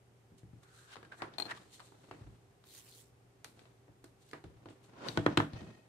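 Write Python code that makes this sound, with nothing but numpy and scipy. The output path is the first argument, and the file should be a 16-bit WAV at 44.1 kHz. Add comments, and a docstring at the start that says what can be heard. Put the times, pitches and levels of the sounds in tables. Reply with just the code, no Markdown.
"""Sewing preparation on a cutting mat, close to a camera's stereo microphone in a small, quiet room with a
faint mains hum. Hands pat the table; a tape measure is dragged over cloth in jerks and dropped. Tailor's
chalk is put down and rattles to rest, then hands and nails brush the fabric and the flexing tape snaps.
Last, a long wooden ruler scrapes off the mat and knocks on the table as it is lifted: the top rings."""
import sys
import numpy as np
from scipy import signal
from scipy.fft import rfft, irfft, next_fast_len
from scipy.io import wavfile
from scipy.ndimage import uniform_filter1d, map_coordinates

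SR = 44100
rng = np.random.default_rng(int(sys.argv[2]) if len(sys.argv) > 2 else 0)


def unload_wav(signal):
    """Save mono or channel-first audio to the path in sys.argv[1] as 16-bit WAV at rate SR, clipped to [-1, 1]."""
    wavfile.write(
        sys.argv[1],
        SR,
        np.round(np.clip(np.atleast_2d(signal).T, -1, 1) * 32767).astype(np.int16),
    )


N = 259306
TIME = np.arange(N) / SR
HIT_TIME = TIME[:2 ** 15]  # time axis of one contact and its decay
HIT_HZ = np.fft.rfftfreq(len(HIT_TIME), 1 / SR)

# ruler and table top ringing together: (frequency [Hz], level [dB], t60 [s])
TABLE_MODES = [(66.3, -21, 0.43), (94, -5, 0.11), (104.4, 4, 0.15), (151.8, -2.5, 0.36), (257, -12, 0.13),
               (293, -4, 0.216), (358, 3.5, 0.055), (368, -36, .15), (473, -12.5, 0.2), (655, -7, 0.19),
               (855, -8.5, 0.012), (990, -20, 0.088), (1400, -3.5, 0.02), (1493, -1.5, 0.046),
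               (1816, -35, 0.78)]


def ruler():
    """The ruler slides, then slaps the table edge first: the strip cracks and the top rings under it."""
    # the slide along the mat: (peak time [s], level [dB], rise [s], fade [s])
    slide = [(5.075, -40, 0.13, 0.067)]
    # wood rubbing on the mat: (frequency [Hz], level [dB])
    slide_colour = [(35, -44), (60, -14), (317, 1.5), (780, -4.5), (1050, -0.5), (1240, -11), (1390, -0.5),
                    (1630, -12), (4510, -19), (8420, -31.5), (13100, -51), (15000, -81)]
    # blows on the table: (time [s], level [dB], bass [dB], hollow middle [dB], treble [dB], crack [dB])
    knocks = [(5.1744, -25.5, 3.5, 1, -14, -50), (5.2642, -18, -5, 2.5, -24, -46),
              (5.3743, -17, -3.5, 0, -13, -39), (5.402, -21.5, -11, 0.5, -28, -59)]
    # spectrum of a blow: (frequency [Hz], level [dB])
    knock_colour = [(30, -13), (100, -13), (200, 3.5), (310, 8.5), (450, 1), (700, 2), (1000, 3.5),
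                    (1450, 4), (2100, -3), (3500, 0.5), (4800, -14), (6100, -12.5), (10000, -22.5),
                    (16000, -37)]
    # the hard strip's own crack: (frequency [Hz], level [dB], t60 [s])
    crack_modes = [(3250, 1, 0.012), (3400, -12, 0.013), (3860, -1, 0.016), (6170, -9, 0.005),
                   (7440, -16, 0.004)]
    edge_lead_s, lowest_hz = 0.001208, 57.4  # the edge lands first; the deepest bass is cut from the blows
    out = strokes(slide) * friction(slide_colour, grain_db=1.5, grain_rate=600)
    for s, db, bass_db, hollow_db, treble_db, crack_db in knocks:
        colour = reshaped(knock_colour, [(310, 0), (450, hollow_db), (700, hollow_db), (1000, 0)])
        blow = pulse(colour, bass_db + 8.5, treble_db + 8.5)
        blow += amp(crack_db) * ring(crack_modes, scatter_db=4)
        slap = placed(blow, lead_ms=0.275, pan_db=-1.5, near_db=2.5, near_t60=0.018, room_db=-2)
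        top = ring(TABLE_MODES, scatter_db=1)
        body = placed(top, lead_ms=0.096, pan_db=1.4, near_db=-1.5, near_t60=0.013, room_db=-28)
        edge = placed(blow, lead_ms=0.53, pan_db=0, near_db=9.5, near_t60=0.0083, room_db=-12)
        add(out, s - edge_lead_s, amp(db + 10) * edge)
        add(out, s, amp(db + 23) * slap + amp(db + bass_db - 9.5) * body)
    return signal.sosfilt(signal.butter(3, lowest_hz, "high", fs=SR, output="sos"), out)


def ruler_click():
    """The ruler's thin corner snaps off the mat with a dry, bright click."""
    # the corner lets go: (time [s], level [dB])
    clicks = [(5.0854, -24.5)]
    # its resonances: (frequency [Hz], level [dB], t60 [s])
    corner_modes = [(1760, -3.5, 0.0055), (3120, 1.5, 0.0023), (3800, -2.5, 0.01), (4520, -4.5, 0.0095),
                    (6000, -8, 0.0055), (8360, -13, 0.0036), (12000, -18, 0.0031)]
    out = np.zeros((2, N))
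    for s, db in clicks:
        corner = ring(corner_modes, scatter_db=1.5)
        click = placed(corner, lead_ms=0.33, pan_db=3, near_db=-1, near_t60=0.033, room_db=-2.5)
        add(out, s, amp(db - 5.5) * click)
    return out


def ruler_drag():
    """Dry friction keeps the wooden strip ringing in its bending modes."""
    # its end drags: (peak time [s], level [dB], rise [s], fade [s])
    drags = [(5.58, -49, 0.03, 0.05), (5.695, -63.5, 0.56, 0.32)]
    # bending modes: (frequency [Hz], width [Hz], level [dB])
    bending_modes = [(632, 38, 0), (1310, 40, -18), (1868, 18, 1.5), (2550, 32, -4.5), (3100, 140, -14),
                     (3820, 58, -18), (4230, 82, -16), (4870, 71, -15), (6000, 300, -19)]

    def wood(hz):
        modes = sum((-1) ** k * amp(db) * 1j * hz * width / (centre ** 2 - hz ** 2 + 1j * hz * width)
                    for k, (centre, width, db) in enumerate(bending_modes))
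        return modes / (1 + (hz / 8000) ** 4)
    slips = diffuse(N) * amp(3 * wobble(120))
    return strokes(drags) * unit(filtered(slips, wood))


def light_taps():
    """Tape, fingers and tools touch the cloth-covered table: each rings hollow and stirs the top."""
    # contacts: (time [s], level [dB], bass [dB], treble [dB], left over right [dB], resonance [Hz])
    taps = [(0.632, -57, -11, -15, 0, 1410), (0.957, -46, -26, -8.5, 14, 1330),
            (0.967, -43, 2, -8, 1, 1370), (1.029, -45.5, 2, -11, 4, 1440), (1.050, -58, 9, 2.5, -5, 1570),
            (1.122, -43, -19, -13, 1, 1640), (1.2206, -27, -4.5, -14.5, 4, 1360),
            (1.338, -53.5, -15, -4, 10, 4000), (1.796, -50.5, -8, -1, -3, 1490),
            (1.802, -44.5, -21, -6.5, 9, 1230), (1.921, -53, -1, -33, -7, 900),
            (2.112, -37, 2.5, -17, 3, 2520), (2.64, -58, -3, 1.5, -2, 1390),
            (3.4466, -45, -5, -2.5, 7, 1590), (3.593, -54, 0, 0, 4, 1680),
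            (3.655, -56.5, -13, -7.5, 7, 1570), (3.881, -53.5, 2, -36, 3, 600),
            (4.0415, -51.5, 10.5, -10, 0, 1410), (4.3326, -34, -2, -12, -1.5, 1670),
            (4.4403, -45.5, 5, -7.5, -2, 488), (4.6578, -45, 8.5, -11, 3, 806),
            (4.687, -50, 8.5, -7, -2, 2600), (5.534, -45, -2, -6.5, 2, 4000)]
    # spectrum of a contact: (frequency [Hz], level [dB])
    tap_colour = [(30, -4), (120, -25.5), (300, 5.5), (600, 1.5), (1000, 0.5), (1600, -5), (2400, -5),
                  (4200, -0.5), (6000, -12.5), (10000, -16), (16000, -45)]
    out = np.zeros((2, N))
    for s, db, bass_db, treble_db, pan_db, hz in taps:
        contact = pulse(tap_colour, bass_db + 5.5, treble_db + 0.5)
        hollow = resonant(contact, hz, sharpness=1.96, boost_db=2.5)
        tap = placed(hollow, lead_ms=0.086, pan_db=pan_db, near_db=4, near_t60=0.027, room_db=4.5)
        add(out, s, amp(db + 19) * tap)
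        add(out, s, amp(db + bass_db - 20.5) * ring(TABLE_MODES, scatter_db=1.5))
    return out


def chalk():
    """The hard chalk wafer pings at each bounce and knocks on what it leans against."""
    # it rocks to rest: (time [s], level [dB], knock [dB])
    bounces = [(1.3834, -28.5, -7.5), (1.3999, -29, -5), (1.422, -31, -12.5), (1.446, -53, -19),
               (1.4543, -41.5, -5), (1.4633, -49.5, 2)]
    # the wafer's resonances: (frequency [Hz], level [dB], t60 [s])
    wafer_modes = [(2470, -16.5, 0.034), (3630, -7, 0.014), (4210, -0.5, 0.038), (4240, -6, 0.028),
                   (4380, -19, 0.016), (6820, -20, .016), (8100, -17, 0.04), (8700, -27, 0.066),
                   (12900, -29, 0.033)]
    # spectrum of its knock: (frequency [Hz], level [dB])
    knock_colour = [(60, -42), (300, 8.5), (520, 1.5), (760, 10), (1100, 2), (1700, -0.5), (2400, -5),
                    (4000, -4), (5400, -15), (7000, -13.5), (9000, -14), (16000, -27)]
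    out = np.zeros((2, N))
    for s, db, knock_db in bounces:
        wafer = ring(wafer_modes, scatter_db=0.8, in_step=True) * onset(0.0004)
        ping = placed(wafer, lead_ms=0.34, pan_db=5.5, near_db=-9.5, near_t60=0.022, room_db=-11.5)
        knock = placed(pulse(knock_colour), lead_ms=0.17, pan_db=0.5, near_db=0, near_t60=0.066, room_db=-4)
        add(out, s, amp(db - 1.5) * ping + amp(db + knock_db + 25) * knock)
    return out


def hand_thuds():
    """Soft hands give the padded table a low push; a flat palm pushes deeper than a fingertip. The pat at 5.087
    s is the low thump under the ruler's corner click."""
    # pats: (time [s], level [dB], depth [dB])
    pats = [(0.32, -48.5, -25), (0.433, -45.5, -5), (0.533, -46, -14), (2.211, -47, 0), (2.272, -42, -24),
            (3.893, -51.5, -12), (4.445, -46.5, 1.5), (5.087, -36, -25), (5.535, -38.5, -1),
            (5.617, -34, -44), (5.669, -36.5, -39)]
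    # spectrum of a pat: (frequency [Hz], level [dB])
    pat_colour = [(25, -19), (60, -7.5), (110, 10.5), (190, -0.5), (320, -7), (600, -24.5), (2000, -34),
                  (6000, -78), (16000, -110)]
    settle_s, settle_db = 0.027, -12  # the rest of the hand follows, more softly
    out = np.zeros((2, N))
    for s, db, depth_db in pats:
        push = pulse(reshaped(pat_colour, [(70, depth_db + 11.5), (150, 0)]))
        for delay, loss_db in ((0, 0), (settle_s, settle_db)):
            thud = placed(push, lead_ms=0, pan_db=1.5, near_db=4, near_t60=0.019, room_db=0.5)
            add(out, s + delay, amp(db + loss_db + 35) * thud)
    return out


def table_rumble():
    """A hand leans on the table and the loaded top shudders deep in the bass."""
    # the lean: (peak time [s], level [dB], rise [s], fade [s])
    lean = [(2.255, -51.5, 0.043, 0.17)]
    # spectrum of the shudder: (frequency [Hz], level [dB])
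    shudder_colour = [(20, -30.5), (35, -13), (55, 16), (80, -25), (140, -24), (500, -70), (2000, -100)]
    return strokes(lean) * coloured(diffuse(N), shudder_colour)


def finger_squeak():
    """A fingertip sticks and slips on the ruler: an unsteady tone, strongest at its octave."""
    # squeaks that stop dead: (start [s], stop [s], level [dB], slip rate [Hz])
    squeaks = [(1.515, 1.522, -37.5, 939)]
    out = np.zeros((2, N))
    for start, stop, db, hz in squeaks:
        phase = 2 * np.pi * hz * TIME + .3 * wobble(350)
        swell = level([(start - .008, db - 20), (start, db - 3), (stop, db), (stop + .002, db - 40)])
        tone = swell * (amp(-8) * np.sin(phase) + np.sin(2 * phase))
        first = round((start - .01) * SR)
        burst = tone[first:first + len(HIT_TIME)]
        squeak = placed(burst, lead_ms=0.033, pan_db=2, near_db=-7, near_t60=0.015, room_db=-11.5)
        add(out, first / SR, squeak)
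    return out


def tape_drag():
    """The stiff tape creeps over the cloth, with short jerks that swell and stop dead."""
    # the slow creep: (time [s], level [dB])
    creep = [(0.60, -90), (0.645, -70), (0.83, -67), (1.06, -78), (1.35, -66.5)]
    # its spectrum: (frequency [Hz], level [dB])
    creep_colour = [(200, -35), (1100, -14.5), (1400, -3), (1590, -8.5), (1900, -14.5), (3000, -27),
                    (6000, -42), (16000, -60)]
    # jerks: (start [s], stop [s], final level [dB], rise [dB], treble [dB], resonance [Hz])
    jerks = [(0.879, 0.945, -50, 17.5, 12, 1580), (1.121, 1.143, -54, -3, -1.5, 1570),
             (1.16, 1.219, -48.5, 33.5, -29, 1850), (1.48, 1.52, -37.5, 16.5, 2, 1700),
             (1.54, 1.583, -55, 11, 13, 1150)]
    # their spectrum: (frequency [Hz], level [dB])
    jerk_colour = [(60, -53), (300, -1), (800, 8), (1250, 9.5), (1560, 6), (1900, 4.5), (2250, 3),
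                   (4000, -3.5), (6000, -11.5), (9000, -15.5), (16000, -37)]
    out = level(creep) * friction(creep_colour, grain_db=1, grain_rate=300)
    for start, stop, db, rise_db, treble_db, hz in jerks:
        swell = level([(start - .01, db - rise_db - 23), (start, db - rise_db), (stop - .005, db),
                       (stop + .011, db - 17.5), (stop + .18, db - 44)])
        rub = friction(jerk_colour, grain_db=1.5, grain_rate=600)
        rub = filtered(rub, lambda f: amp(along([(1900, 0), (3600, treble_db)], f)))
        out += swell * unit(resonant(rub, hz, sharpness=10, boost_db=8.5))
    return out


def tape_snaps():
    """The flexing tape flicks straight with a dry, bright snap."""
    # flicks: (time [s], level [dB], body [dB])
    flicks = [(3.4447, -34, -3), (4.0415, -52.5, 4), (4.043, -44.5, -11), (4.059, -60, -1),
              (4.291, -52, -6), (4.313, -46, 4)]
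    # spectrum of a snap: (frequency [Hz], level [dB])
    snap_colour = [(60, -28), (300, 3.5), (700, -4), (1500, 0), (3300, -0.5), (4200, 4.5), (5200, -1.5),
                   (7000, -4.5), (9600, -4), (11000, -10.5), (13000, -8), (16000, -33)]
    out = np.zeros((2, N))
    for s, db, body_db in flicks:
        click = pulse(reshaped(snap_colour, [(2000, body_db), (5000, 0)]))
        snap = placed(click, lead_ms=0.018, pan_db=-2.5, near_db=3.5, near_t60=0.02, room_db=2.5)
        add(out, s, amp(db + 10) * snap)
    return out


def tape_chirps():
    """The tape catches on the cloth and one resonance rings: a short, soft-edged, hollow chirp."""
    # catches: (time [s], level [dB], pitch [Hz])
    catches = [(0.788, -55.5, 1580), (1.030, -50.5, 1590), (1.049, -55, 1600), (1.119, -44.5, 1594)]
    attack_s, t60 = 0.002, 0.027
    out = np.zeros((2, N))
    for s, db, hz in catches:
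        tone = ring([(hz, 0, t60)], scatter_db=0.5) * onset(attack_s)
        chirp = placed(tone, lead_ms=0.067, pan_db=-5, near_db=-13, near_t60=0.024, room_db=-1)
        add(out, s, amp(db + 5) * chirp)
    return out


def fabric():
    """The weave hisses when brushed; hands rub more dully through it on the mat."""
    # light swishes: (peak time [s], level [dB], rise [s], fade [s])
    swishes = [(0.382, -65, 0.0073, 0.06), (0.635, -65, 0.015, 0.033), (0.79, -63.5, 0.22, 0.34),
               (1.19, -64, 0.081, 0.11), (1.62, -69, 0.37, 0.245), (1.74, -56, 0.052, 0.11),
               (1.805, -74, 0.02, 0.04), (1.86, -63.5, 0.12, 0.13), (2.08, -73, 0.94, 0.68),
               (3.6, -73, 0.24, 0.29), (4.225, -67.5, 0.039, 0.032), (4.29, -69.5, 0.15, 0.23),
               (4.70, -70.5, 0.025, 0.12), (4.84, -67, 0.021, 0.1), (5.078, -58.5, 0.047, 0.35),
               (5.58, -70, 0.068, 0.49)]
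    # their spectrum: (frequency [Hz], level [dB])
    swish_colour = [(300, -42), (1800, -3.5), (2800, 1), (3600, 5), (4150, 7.5), (5000, 0.5), (8000, 4),
                    (11000, -6), (14000, -10), (16000, -36)]
    # spectrum of the broad brushes: (frequency [Hz], level [dB])
    brush_colour = [(300, -12), (1700, -10), (2800, -8), (4100, -3), (5500, -3.5), (8000, -2),
                    (11000, -5.5), (14000, -7), (16000, -15)]
    # hand rubs: (peak time [s], level [dB], rise [s], fade [s])
    rubs = [(1.18, -64, 0.38, 0.27), (1.485, -54, 0.5, 0.34), (2.22, -62, 1.24, 0.39),
            (3.63, -65, 0.43, 0.23), (4.47, -69, 0.45, 0.81), (4.72, -62, 0.27, 0.14),
            (5.19, -48, 0.42, 0.21), (5.31, -42, 0.12, 0.11), (5.54, -51.5, 0.16, 0.38),
            (5.63, -57, 0.046, 0.081), (5.69, -60, 0.054, 0.054)]
    # their spectrum: (frequency [Hz], level [dB])
    rub_colour = [(40, -12), (120, -2), (350, -1), (600, -6.5), (1200, -11.5), (2500, -19), (6000, -26.5),
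                  (16000, -87)]
    swish = patchy(friction(swish_colour, grain_db=1.2, grain_rate=450), depth_db=.7)
    brush = patchy(friction(brush_colour, grain_db=2.6, grain_rate=500), depth_db=2.2)
    rub = friction(rub_colour, grain_db=3.5, grain_rate=100)
    return strokes(swishes) * swish + brush_gain() * brush + strokes(rubs) * rub


def brush_gain():
    """Gain per sample of broad brushes across the fabric: a quick attack, a steady swell, a release."""
    # brushes: (start [s], stop [s], final level [dB], rise [dB])
    brushes = [(2.667, 2.784, -54.5, 11), (2.825, 3.003, -59.5, 2)]
    attack_db_per_s, release_db_per_s = 448, 212
    gain = np.zeros(N)
    for start, stop, db, rise_db in brushes:
        swell_db = np.interp(TIME, [start, stop], [db - rise_db, db])
        attack_db = attack_db_per_s * np.maximum(start - TIME, 0)
        release_db = release_db_per_s * np.maximum(TIME - stop, 0)
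        gain = np.maximum(gain, amp(swell_db - attack_db - release_db))
    return gain


def nail_zips():
    """Nails tick over the threads so fast that they rasp at a pitch, which glides with their speed."""
    # zips: (start [s], stop [s], level [dB], first pitch [Hz], last pitch [Hz])
    zips = [(2.656, 2.822, -64.5, 4340, 3770), (2.753, 2.822, -64.5, 3220, 2980),
            (2.85, 2.907, -70, 2870, 2680), (2.887, 2.94, -71, 3530, 3390), (2.907, 2.97, -65, 4260, 4270)]
    spread_hz, slip_db = 700, 1.5  # spread of the thread rate; depth of catch and slip
    out = np.zeros((2, N))
    for start, stop, db, first_hz, last_hz in zips:
        progress = np.clip((TIME - start) / (stop - start), 0, 1)
        phase = 2 * np.pi * np.cumsum(first_hz + (last_hz - first_hz) * progress) / SR
        uneven = filtered(diffuse(N), lambda hz: 1 / (1 + (hz / spread_hz) ** 2))
        rasp = unit(uneven * np.sin(phase) * amp(slip_db * wobble(250)))
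        out += amp(db) * np.sin(np.pi * progress) * rasp
    return out


def room_tone():
    """The small room's still air and an unsteady mains hum."""
    # spectrum of the air: (frequency [Hz], level [dB])
    air_colour = [(12, -35), (20, -16), (49, -15), (119, -8), (219, -16.5), (393, -13.5), (597, -21),
                  (767, -18.5), (932, -24), (2600, -31), (4200, -36), (9390, -37.5), (10800, -44),
                  (12100, -39.5), (15500, -62)]
    # tones of the hum: (frequency [Hz], level [dB])
    hum_tones = [(118.4, -67.5), (393.0, -75), (484.5, -85.5)]
    air = coloured(diffuse(N), air_colour)
    hum = sum(amp(db + 1.5 * wobble(9)) * np.sqrt(2) * np.sin(2 * np.pi * hz * TIME + .6 * wobble(14))
              for hz, db in hum_tones)
    return amp(-67) * air + amp(-2.5) * hum


def placed(sound, lead_ms, pan_db, near_db, near_t60, room_db):
    """Direct sound at the microphone pair, scatter from boxes nearby, two walls, then the room's tail."""
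    # first reflections off the walls: (delay [s], level [dB])
    reflections = [(0.017, -2), (0.0231, -4.5)]
    # the room's decay: (frequency [Hz], t60 [s])
    room_decay = [(100, 0.49), (400, 0.28), (1500, 0.23), (5000, 0.24), (14000, 0.37)]
    size = len(HIT_TIME)
    side = np.array([[.5], [-.5]])  # left, right
    delay_s = (abs(lead_ms) / 2 - side * lead_ms) / 1000
    direct = amp(side * pan_db) * np.exp(-2j * np.pi * HIT_HZ * delay_s)
    walls = sum(amp(db - 3) * np.exp(-2j * np.pi * HIT_HZ * delay) for delay, db in reflections)
    walls /= (1 + 1j * HIT_HZ / 500) ** 2  # cluttered walls mirror only the long waves
    near = diffuse(size) * amp(-60 * HIT_TIME / near_t60)
    near = signal.lfilter(*signal.butter(1, 500, "high", fs=SR), near)  # boxes scatter only short waves
    hz, t, spectra = signal.stft(diffuse(size), SR, nperseg=256)
    spectra *= amp(-60 * t / along(room_decay, hz)[:, None])
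    tail = signal.istft(spectra, SR, nperseg=256)[1][:, :size] * onset(0.0014)
    echoes = (amp(near_db + side * pan_db) * unit(near) + amp(room_db) * unit(tail)) / np.sqrt(size)
    early = irfft(rfft(sound) * (direct + walls))
    return early + signal.fftconvolve(sound[None], echoes, axes=1)[:, :size]


def diffuse(size):
    """White noise from all sides: the two microphones agree only in the bass."""
    # likeness of left and right: (frequency [Hz], correlation [0-1])
    likeness = [(100, 0.81), (300, 0.86), (600, 0.22), (1200, 0.025), (3000, 0.022), (10000, 0.041)]

    def mid_and_side(hz):
        turn = np.arccos(np.clip(along(likeness, hz), -1, 1)) / 2
        return np.array([np.cos(turn), np.sin(turn)])
    mid, side = filtered(rng.standard_normal((2, size)), mid_and_side)
    return unit(np.array([mid + side, mid - side]))


def friction(colour, grain_db, grain_rate):
    """Rubbing noise of rms 1, broken into grains as fibres catch and slip."""
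    return coloured(diffuse(N) * amp(grain_db * wobble(grain_rate)), colour)


def strokes(rows):
    """Gain per sample of rubbing strokes: each swells to its peak and dies away, and their powers add."""
    range_db = 23.5  # gained over the rise time, lost over the fade time
    power = np.zeros(N)
    for s, db, rise_s, fade_s in rows:
        away = np.maximum((s - TIME) / rise_s, (TIME - s) / fade_s)
        power += amp(db - range_db * away) ** 2
    return np.sqrt(power)


def patchy(x, depth_db):
    """Brief patches of colour, as folds of cloth open and close."""
    spectra = signal.stft(x, nperseg=512)[2]
    patches = uniform_filter1d(rng.standard_normal(spectra.shape[1:]), size=8, axis=0)
    patches = uniform_filter1d(patches, size=7, axis=1)
    return unit(signal.istft(spectra * amp(depth_db * unit(patches)), nperseg=512)[1][:, :N])


def pulse(colour, bass_db=0, treble_db=0):
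    """A minimum-phase contact pulse: heavier blows hold more bass, harder ones more treble."""
    shelves = [(280, bass_db), (650, 0), (1900, 0), (3600, treble_db)]
    cepstrum = irfft(np.log(amp(along(colour, HIT_HZ) + along(shelves, HIT_HZ))))
    half = len(cepstrum) // 2
    cepstrum[1:half] *= 2
    cepstrum[half + 1:] = 0
    return irfft(np.exp(rfft(cepstrum)))


def ring(modes, scatter_db, in_step=False):
    """Damped modes, struck at new strengths each time; starting in step gives a sharper attack."""
    sign = 1 if in_step else -1
    out = np.zeros(len(HIT_TIME))
    for k, (hz, db, t60) in enumerate(modes):
        decay = amp(db + scatter_db * rng.standard_normal() - 60 * HIT_TIME / t60)
        out += sign ** k * decay * np.sin(2 * np.pi * hz * HIT_TIME)
    return out


def resonant(x, hz, sharpness, boost_db):
    """x with one ringing resonance added."""
    return x + amp(boost_db) * signal.lfilter(*signal.iirpeak(hz, sharpness, SR), x)


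def balanced(x, balance):
    """Share each frequency's power between the two sides by (Hz, left over right dB) points."""
    def gains(hz):
        pair = amp(np.array([[.5], [-.5]]) * along(balance, hz))
        return pair / np.sqrt(np.mean(pair ** 2, axis=0))
    return filtered(x, gains)


def coloured(x, colour):
    """x shaped by (Hz, dB) points, at rms 1."""
    return unit(filtered(x, lambda hz: amp(along(colour, hz))))


def reshaped(colour, curve):
    """(Hz, dB) points with a second such curve added."""
    return [(hz, db + along(curve, hz)) for hz, db in colour]


def filtered(x, response):
    """x through a response given as a function of frequency."""
    size = x.shape[-1]
    padded = next_fast_len(size + SR // 4)
    return irfft(rfft(x, padded) * response(np.fft.rfftfreq(padded, 1 / SR)), padded)[..., :size]


def along(points, hz):
    """Read (Hz, value) points on a log axis."""
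    knots_hz, values = np.transpose(points)
    return np.interp(np.log(hz + 1), np.log(knots_hz + 1), values)


def level(rows):
    """Gain per sample from (s, dB) rows, silent outside them."""
    s, db = np.transpose(rows)
    return amp(np.interp(TIME, s, db, left=-120, right=-120))


def onset(attack_s):
    """Gain that softens the start of a contact."""
    return 1 - np.exp(-HIT_TIME / attack_s)


def wobble(rate):
    """A smooth random curve, rate knots a second."""
    return map_coordinates(rng.standard_normal(int(N * rate / SR) + 4), [TIME * rate])


def add(track, s, sound):
    """Mix a sound into the track at time s."""
    part = track[:, round(s * SR):][:, :sound.shape[-1]]
    part += sound[..., :part.shape[-1]]


def amp(db):
    """Decibels to gain."""
    return 10 ** (np.asarray(db) / 20)


def unit(x):
    """Scale to rms 1."""
    return x / np.sqrt(np.mean(x ** 2) + 1e-20)


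def scene():
    """The cutting table close ahead of two unlike microphone ports; cloth and tape lie to the right."""
    # the camera shades its left port from the right: (frequency [Hz], left over right [dB])
    camera_shadow = [(2000, 0.7), (4100, 0), (6000, -7.5), (9500, -9.5), (12000, -6), (15000, -5)]
    # each port has its own resonances: (frequency [Hz], left over right [dB])
    port_balance = [(120, 1.5), (300, -2), (600, -2), (1200, -1.2), (2000, -0.5), (3000, 3.5), (4100, 15.5),
                    (4600, 9.5), (5600, 2.5), (9000, -2.5), (11500, 2.5), (15000, 3)]
    ahead = ruler() + ruler_click() + ruler_drag()
    ahead += light_taps() + hand_thuds() + table_rumble() + chalk() + finger_squeak()
    right = tape_snaps() + tape_chirps() + tape_drag() + fabric() + nail_zips()
    return balanced(ahead + balanced(right, camera_shadow), port_balance) + room_tone()


def record(dry):
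    """The camera rolls off the deepest bass and keeps nothing above its band limit."""
    low_hz, top_hz = 42, 15750
    low_cut = signal.butter(3, low_hz, "high", fs=SR, output="sos")
    return filtered(signal.sosfilt(low_cut, dry), lambda hz: hz < top_hz)


dry = scene()
out = record(dry)
unload_wav(out)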